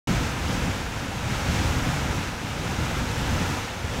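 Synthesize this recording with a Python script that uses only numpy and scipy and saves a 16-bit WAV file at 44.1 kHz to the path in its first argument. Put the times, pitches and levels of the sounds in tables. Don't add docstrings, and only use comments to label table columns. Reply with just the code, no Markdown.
import sys
import numpy as np
from scipy import signal
from scipy.fft import rfft, irfft
from scipy.io import wavfile
from scipy.ndimage import uniform_filter1d

SR = 44100
rng = np.random.default_rng(int(sys.argv[2]) if len(sys.argv) > 2 else 0)


def store_wav(level_fs):
    pcm = np.round(np.clip(np.atleast_2d(level_fs), -1, 1) * 32767)
    wavfile.write(sys.argv[1], SR, pcm.T.astype(np.int16))


N = 176400

# (time [s], level [dB])
JET_THRUST = [(0.08, -30.5), (0.15, -30.5), (0.33, -33), (0.43, -33), (0.52, -30.5), (0.69, -32),
              (0.88, -35), (1.22, -34), (1.32, -32), (1.43, -31.5), (1.58, -30), (1.83, -31.5), (2.2, -32),
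              (2.31, -35), (2.55, -34.5), (2.83, -32), (3.13, -32.5), (3.38, -30.5), (3.55, -31.5),
              (3.68, -34.5), (3.83, -36), (3.94, -32.5), (4.0, -33)]
# (time [s], level [dB])
COLUMN_SURGE = [(0.08, -23.5), (0.15, -24.5), (0.31, -29), (0.43, -31.5), (0.48, -23.6), (0.58, -28),
                (0.67, -25), (0.8, -34), (1.0, -33), (1.22, -32), (1.29, -25.5), (1.41, -31), (1.5, -23.5),
                (1.64, -25), (1.95, -28), (2.15, -26.9), (2.36, -35), (2.6, -30), (2.82, -28), (2.9, -30),
                (3.03, -26), (3.12, -29), (3.36, -23.9), (3.55, -30.1), (3.66, -38.4), (3.79, -35.5),
                (3.84, -28), (3.89, -31), (4.0, -30.5)]
# (frequency [Hz], density [dB])
ROAR_SPECTRUM = [(60, -5), (250, -3), (410, -3), (490, 1), (640, -3), (780, 0), (950, -0.5), (1130, -5),
                 (1330, -1), (1600, -3), (1900, -5.5), (2150, -5), (2750, -6.5), (3200, -9.5), (3600, -9.5),
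                 (4400, -14), (7000, -17.5), (15500, -52)]
# (frequency [Hz], density [dB])
RUMBLE_SPECTRUM = [(10, -22), (22, -14), (36, -7.5), (54, -0.5), (100, 0), (135, -2.5), (200, -6.5),
                   (285, -10), (380, -19), (600, -48), (1500, -69)]
# (frequency [Hz], density [dB])
SPRAY_SPECTRUM = [(1500, -8.5), (3500, -16), (4700, -4), (5800, 1), (7000, -2.5), (8000, -5), (9400, -9),
                  (10700, -9), (11800, -11.5), (13500, -11.5), (15600, -16.5)]


def steam_roar(thrust_db, surge_db):
    level_db, flicker_db, flicker_hz = -31.5, 0.5, 22
    follow, follow_per_octave = 0.97, 0.05
    surge_share = 0.13
    spectrum = rfft(turbulence(ROAR_SPECTRUM))
    bin_octave = np.clip(bin_octaves(), -4, 4)
    roar = 0
    for octave in range(-4, 5):
        band = irfft(spectrum * np.maximum(1 - abs(bin_octave - octave), 0), N)
        drive_db = (follow + follow_per_octave * octave) * thrust_db
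        if octave < 0:
            drive_db = (1 - surge_share) * drive_db + surge_share * (surge_db - surge_db.mean())
        roar = roar + band * gain(drive_db + flicker_db * waver(flicker_hz))
    return gain(level_db) * roar


def water_column(surge_db):
    chug_db, chug_hz = 0.95, 35
    return turbulence(RUMBLE_SPECTRUM) * gain(surge_db + chug_db * waver(chug_hz))


def spray(thrust_db):
    drops_per_s, drop_power_share = 6900, 0.23
    level_db, follow = -44, 1.2
    impacts = (rng.random(N) < drops_per_s / SR) * rng.standard_normal(N)
    drops = np.sqrt(drop_power_share) * colour(impacts, SPRAY_SPECTRUM)
    mist = np.sqrt(1 - drop_power_share) * turbulence(SPRAY_SPECTRUM)
    return (drops + mist) * gain(level_db + follow * thrust_db)


def turbulence(spectrum, window_samples=4000):
    noise = colour(rng.standard_normal(N), spectrum)
    return noise / np.sqrt(uniform_filter1d(noise ** 2, window_samples))


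def waver(rate_hz):
    hold_samples = int(SR / rate_hz)
    steps = rng.standard_normal(N)[np.arange(N) // hold_samples]
    ramps = uniform_filter1d(steps, hold_samples)
    return unit_rms(uniform_filter1d(ramps, hold_samples))


def colour(x, spectrum):
    hz, db = np.array(spectrum).T
    bin_db = np.interp(bin_octaves(), np.log2(hz / 1000), db)
    return unit_rms(irfft(rfft(x) * gain(bin_db), N))


def bin_octaves():
    bin_hz = np.arange(N // 2 + 1) * SR / N
    return np.log2(np.maximum(bin_hz, 1) / 1000)


def curve(rows):
    return np.interp(np.arange(N) / SR, *np.array(rows).T)


def gain(db):
    return 10 ** (db / 20)


def unit_rms(x):
    return x / np.sqrt(np.mean(x ** 2))


def scene():
    eddy_db, eddy_hz = 0.34, 25
    thrust_db, surge_db = curve(JET_THRUST), curve(COLUMN_SURGE)
    thrust_db = thrust_db - thrust_db.mean() + eddy_db * waver(eddy_hz)
    geyser = steam_roar(thrust_db, surge_db) + water_column(surge_db) + spray(thrust_db)
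    return np.array([geyser, geyser])


def record(dry):
    start_s, fade_s, cutoff_hz = 0.072, 0.001, 15700
    fade_in = np.clip((np.arange(N) / SR - start_s) / fade_s, 0, 1)
    lowpass = signal.ellip(10, 0.1, 90, cutoff_hz, fs=SR, output="sos")
    return signal.sosfilt(lowpass, dry * fade_in)


dry = scene()
out = record(dry)
store_wav(out)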